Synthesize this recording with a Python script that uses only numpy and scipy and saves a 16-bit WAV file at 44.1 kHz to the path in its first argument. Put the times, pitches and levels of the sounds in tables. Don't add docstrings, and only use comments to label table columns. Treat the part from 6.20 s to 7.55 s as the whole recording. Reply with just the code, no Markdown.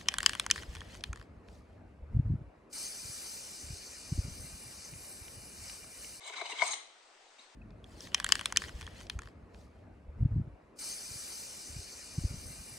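import sys
import numpy as np
from scipy import signal
from scipy.fft import rfft, irfft
from scipy.io import wavfile
from scipy.ndimage import uniform_filter1d

SR = 44100
rng = np.random.default_rng(int(sys.argv[2]) if len(sys.argv) > 2 else 0)


def file_out(sig):
    cols = np.atleast_2d(sig).T
    lim = np.clip(cols, -1, 1)
    pcm = np.round(lim * 32767).astype(np.int16)
    wavfile.write(sys.argv[1], SR, pcm)


def linear_from_db(decibels):
    return 10 ** (np.asarray(decibels, float) / 20)


N = 59535


def evened(x):
    return x / np.sqrt(np.mean(x ** 2) + 1e-20)


def read(points, hz):
    f, value = np.transpose(points)
    return np.interp(np.log(hz + 1), np.log(f + 1), value)


def add(mix, s, sound):
    part = mix[round(s * SR):][:len(sound)]
    part += sound[:len(part)]


def drifting(shape, size):
    return evened(uniform_filter1d(rng.standard_normal(shape), size=size))


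# frequency_hz, density_db (per Hz)
HUSH_SPECTRUM = [(30, -7.5), (100, -67), (175, -25.5), (330, -6.5), (760, 0.5), (1300, -3.5), (3800, -7),
                 (9100, -14.5)]
# frequency_hz, likeness (1 = same)
HUSH_LIKENESS = [(60, 0.81), (360, 0.78), (2140, 0.23), (12800, 0.4)]


def hush():
    level_db, patch_db, left_db = -60, 1.2, 1.37
    frames, hz = N // 256 + 5, np.fft.rfftfreq(1024, 1 / SR)
    a, b, c, d, patches = rng.standard_normal((frames, 513, 5)).T
    patches = uniform_filter1d(patches, size=12, axis=0)
    patches = evened(uniform_filter1d(patches, size=10, axis=1))
    same = np.clip(read(HUSH_LIKENESS, hz), -1, 1)[:, None]
    left = a + 1j * b
    right = same * left + np.sqrt(1 - same ** 2) * (c + 1j * d)
    z = np.array([left, right]) * linear_from_db(read(HUSH_SPECTRUM, hz)[:, None] + patch_db * patches)
    air = evened(signal.istft(z, nperseg=1024, noverlap=768)[1][:, :N])
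    return linear_from_db(level_db) * air * linear_from_db(left_db * np.array([[1], [-1]]))


# frequency_hz, t60_s
ROOM_DECAY = [(300, 0.67), (1000, 0.42), (3000, 0.6), (8000, .33)]


def room(early_feed, late_feed):
    early_db, late_db, early_from_hz = 2.5, -3.5, 1200
    taps, early = np.zeros((2, SR)), np.zeros((2, 900))
    slots = np.arange(400, SR - 20, 20)
    at = slots + rng.integers(0, 20, (2, len(slots)))
    np.put_along_axis(taps, at, rng.choice([-1., 1.], at.shape), 1)
    hz, t, z = signal.stft(taps, SR, nperseg=256)
    fade = linear_from_db(-60 * t / read(ROOM_DECAY, hz)[:, None])
    tail = signal.istft(z * fade, SR, nperseg=256)[1]
    tail = linear_from_db(late_db) * tail / np.linalg.norm(tail[0])

    at = rng.integers(3, 220, (2, 12))
    np.put_along_axis(early, at, rng.choice([-1., 1.], at.shape) * np.exp(-at / 200), 1)
    early = linear_from_db(early_db) * early / np.linalg.norm(early, axis=1, keepdims=True)
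    early = signal.lfilter(*signal.butter(2, early_from_hz, "high", fs=SR), early)
    bounces = signal.fftconvolve(early_feed[None], early, axes=1)[:, :N]
    return bounces + signal.fftconvolve(late_feed[None], tail, axes=1)[:, :N]


# centre_s, level_db, width_s
BENCH_PUSHES = [
    (.22, -77, 0.011),
    (0.429, -54, 0.0023),
    (.5, -72, 0.0024),
    (.535, -63.5, 0.0026),
]


def thud():
    out, t = np.zeros(N), np.arange(4000) / SR
    for s, db, width in BENCH_PUSHES:
        u = (np.arange(N) / SR - s) / width
        out += linear_from_db(db) * u * np.exp(-u ** 2)
    tap_s, tap_hz, tap_db, u = 1.188, 245, -69, t / .009
    add(out, tap_s, linear_from_db(tap_db) * np.sin(2 * np.pi * tap_hz * t) * (u * np.exp(1 - u)) ** 2)
    return out


# start_s, boom_db, body_db, ring_db, tick_db
CATCHES = [(.017, -60.5, -72, -57, -75), (.097, -62, -50, -50, -44), (.212, -45, -38, -38.5, -42),
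           (.251, -74, -50.5, -59, -45), (.259, -71, -57, -67, -58), (.320, -66, -66, -42, -43),
           (.393, -65, -62, -38.5, -46), (.418, -45, -28.5, -22.5, -49.5), (.433, -80, -40, -33.5, -56),
           (.533, -63, -58, -41, -35.5), (1.191, -82, -82, -74, -50)]
# pitch_hz, level_db, cycles_to_peak
BENDING_MODES = [
    [(380, -13.5, 4.7), (427, -3, 4.8)],
    [(668.3, 1.5, 6.04), (993, -1, 8.7), (1177, -3.5, 3.34), (1525, -0.5, 3.6)],
    [(1640, -13.5, 1.67), (2235, -10, 15.6), (2167, 1.5, 5.8), (2060, -23, 15), (3200, -25, 11)],
    [(3725, -8.5, 26), (4070, -1, 4.7), (5390, -30, 26)],
]
GROUP_LEAN = [0.49, 1.3, 3, 0]


def knocks():
    swell_power, wobble = 5.26, .27
    out, t = np.zeros((len(BENDING_MODES), N)), np.arange(2600) / SR
    for s, *group_db in CATCHES:
        for track, level_db, group in zip(out, group_db, BENDING_MODES):
            for hz, db, cycles in group:
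                u = t * hz / cycles
                waver = drifting((2, len(t)), round(4 * SR / hz))
                swell = (u * np.exp(1 - u)) ** swell_power * (1 + .5 * wobble * waver[0])
                phase = 2 * np.pi * (hz * t + rng.random()) + wobble * waver[1]
                add(track, s, linear_from_db(db + level_db) * swell * np.sin(phase))
    return linear_from_db(np.outer([1, -1], GROUP_LEAN)) @ out


# start_s, pitch_hz, level_db, length_s
SLIPS = [(.021, 722, -57, 0.01), (0.058, 3990, -50.5, 0.021), (.074, 2110, -50, 0.019),
         (0.078, 4080, -46, 0.0066), (0.083, 3250, -48, 0.011), (0.087, 2066, -49.5, 0.017),
         (.099, 683, -53.5, .014), (.096, 449, -52.5, 0.015), (0.132, 1473, -47.5, 0.021),
         (0.157, 3250, -49, 0.0088), (.158, 3850, -49, 0.041), (0.182, 1290, -45.5, 0.011),
         (.21, 3990, -43, 0.012), (.213, 970, -38.5, 0.016), (.215, 385, -47.5, 0.012),
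         (0.248, 938, -45.5, .014), (0.257, 2953, -45, 0.017), (0.261, 766, -48, 0.012),
         (0.303, 3780, -47, 0.013), (.314, 2020, -40.5, 0.012), (0.316, 2784, -40.5, 0.02),
         (.323, 425, -48, 0.017), (.324, 968, -49, 0.022), (0.321, 3910, -52, 0.013),
         (0.387, 3200, -35, 0.0097), (0.403, 3800, -49, .014), (0.416, 4150, -38.5, 0.017),
         (0.449, 2230, -45.5, 0.013), (0.418, 1314, -33, 0.0079), (.422, 860, -42, 0.016),
         (.423, 4840, -39.5, 0.0062), (.418, 3174, -36, 0.0086), (0.448, 3120, -43, 0.0045),
         (.531, 3964, -39.5, 0.013), (.532, 2060, -39.5, 0.0045), (1.194, 4030, -60, 0.0066),
         (1.205, 4230, -62, .012), (0.523, 4076, -36.5, 0.021), (1.188, 3760, -52, 0.012),
         (1.196, 3700, -67, 0.017), (1.239, 3650, -61.5, 0.011)]


def chirps():
    out = np.zeros(N)
    for s, hz, db, length in SLIPS:
        t = np.arange(0, length, 1 / SR)
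        waver = drifting(2000, 120)[:len(t)]
        tone = np.sin(2 * np.pi * hz * t + 0.56 * waver)
        add(out, s, linear_from_db(db) * np.sin(np.pi * t / length) * tone)
    return out


def resonate(x, peaks):
    drift_db, drift_s = 3.5, 0.026
    out = 0
    for k, (hz, width, db) in enumerate(peaks):
        drift = uniform_filter1d(rng.standard_normal(N), round(drift_s * SR))
        drift = evened(uniform_filter1d(drift, size=300))
        ring = signal.lfilter(*signal.iirpeak(hz, hz / width, SR), x)
        out = out + (-1) ** k * linear_from_db(db + drift_db * drift) * ring
    return out


# start_s, length_s, level_db, brightness_db, peak_place (0-1 of the length)
TWISTS = [(.005, 0.042, -58, 0, 0), (0.022, 0.088, -50, 1, 0.71), (0.106, 0.04, -47.5, -28, 1),
          (0.145, 0.099, -46.5, -19, 0.19), (0.228, 0.052, -48.5, -9, 0.68), (0.268, 0.065, -46, -4, 0.73),
          (0.326, 0.12, -42, -22, 0.77), (0.399, 0.12, -43.5, 3, 0.65), (0.503, 0.052, -48.5, 13.5, 0.29),
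          (1.181, 0.091, -64.5, -1.5, 0), (0.21, 0.0106, -52.5, -15, 0), (0.297, 0.01, -51.5, -15, 0.1),
          (0.422, 0.016, -47, -24, 0.3), (0.531, 0.01104, -40, -2, 0.89)]
# pitch_hz, width_hz, level_db
PANEL_RESONANCES = [(460, 135, -6), (654, 202, 4.5), (1035, 455, 2), (1430, 305, 4), (2177, 360, 1.5),
                    (2764, 190, 1), (3250, 620, -3.5), (4040, 445, 5.5)]
# pitch_hz, width_hz, level_db
FOAM_RESONANCES = [(6320, 860, 0.5), (7010, 730, 8), (8160, 2200, 2), (8580, 290, 6.5), (11260, 2200, 3)]


def twisting():
    edge_sharpness, clicks_per_s, click_spread_db = 0.88, 6100, 0.5
    apart, broad_db = 0.42, -4.5
    dull, bright = np.zeros(N), np.zeros(N)
    for start, length, db, bright_db, top in TWISTS:
        u = np.linspace(0, 1, round(length * SR))
        top = np.clip(top, .05, .95)
        shape = linear_from_db(db) * np.where(u < top, u / top, (1 - u) / (1 - top)) ** edge_sharpness
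        add(dull, start, shape)
        add(bright, start, shape * linear_from_db(bright_db))

    chance, sign, size = rng.random((3, 2, N))
    clicks = (chance < clicks_per_s / SR) * np.sign(2 * sign - 1)
    clicks = clicks * linear_from_db(-click_spread_db * np.log(size + 0.047))
    clicks = evened(np.array([clicks[0] + apart * clicks[1], clicks[0] - apart * clicks[1]]))
    broad = signal.lfilter(*signal.butter(1, [500, 9000], "band", fs=SR), clicks)
    body, fizz = resonate(clicks, PANEL_RESONANCES), resonate(clicks, FOAM_RESONANCES)
    return dull * (evened(body) + linear_from_db(broad_db) * evened(broad)) + bright * evened(fizz)


def scene():
    knock_early_db, knock_room_db, low_cut_hz, left_db = -10, -7, 269, 1.7
    rasp, hits = twisting(), knocks() + chirps()
    work = rasp + hits
    wet = room(rasp[0] + linear_from_db(knock_early_db) * hits[0], rasp[0] + linear_from_db(knock_room_db) * hits[1])
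    heard = np.array([np.roll(work[0], 1), work[1]]) + wet
    heard = signal.sosfilt(signal.butter(5, low_cut_hz, "high", fs=SR, output="sos"), heard)
    return linear_from_db(left_db * np.array([[1], [-1]])) * (heard + thud()) + hush()


def roll_off(x):
    return signal.sosfilt(signal.butter(12, 13390, fs=SR, output="sos"), x)


def record(dry):
    cut_hz, top_lo_hz, top_hi_hz, top_db = 9050, 11750, 13050, -24.5
    hz = np.fft.rfftfreq(N, 1 / SR)
    gain = 1 / (1 + (hz / cut_hz) ** 400)
    gain = gain + linear_from_db(top_db) * ((hz > top_lo_hz) & (hz < top_hi_hz))
    return roll_off(irfft(rfft(dry) * gain, N))


dry = scene()
out = record(dry)
file_out(out)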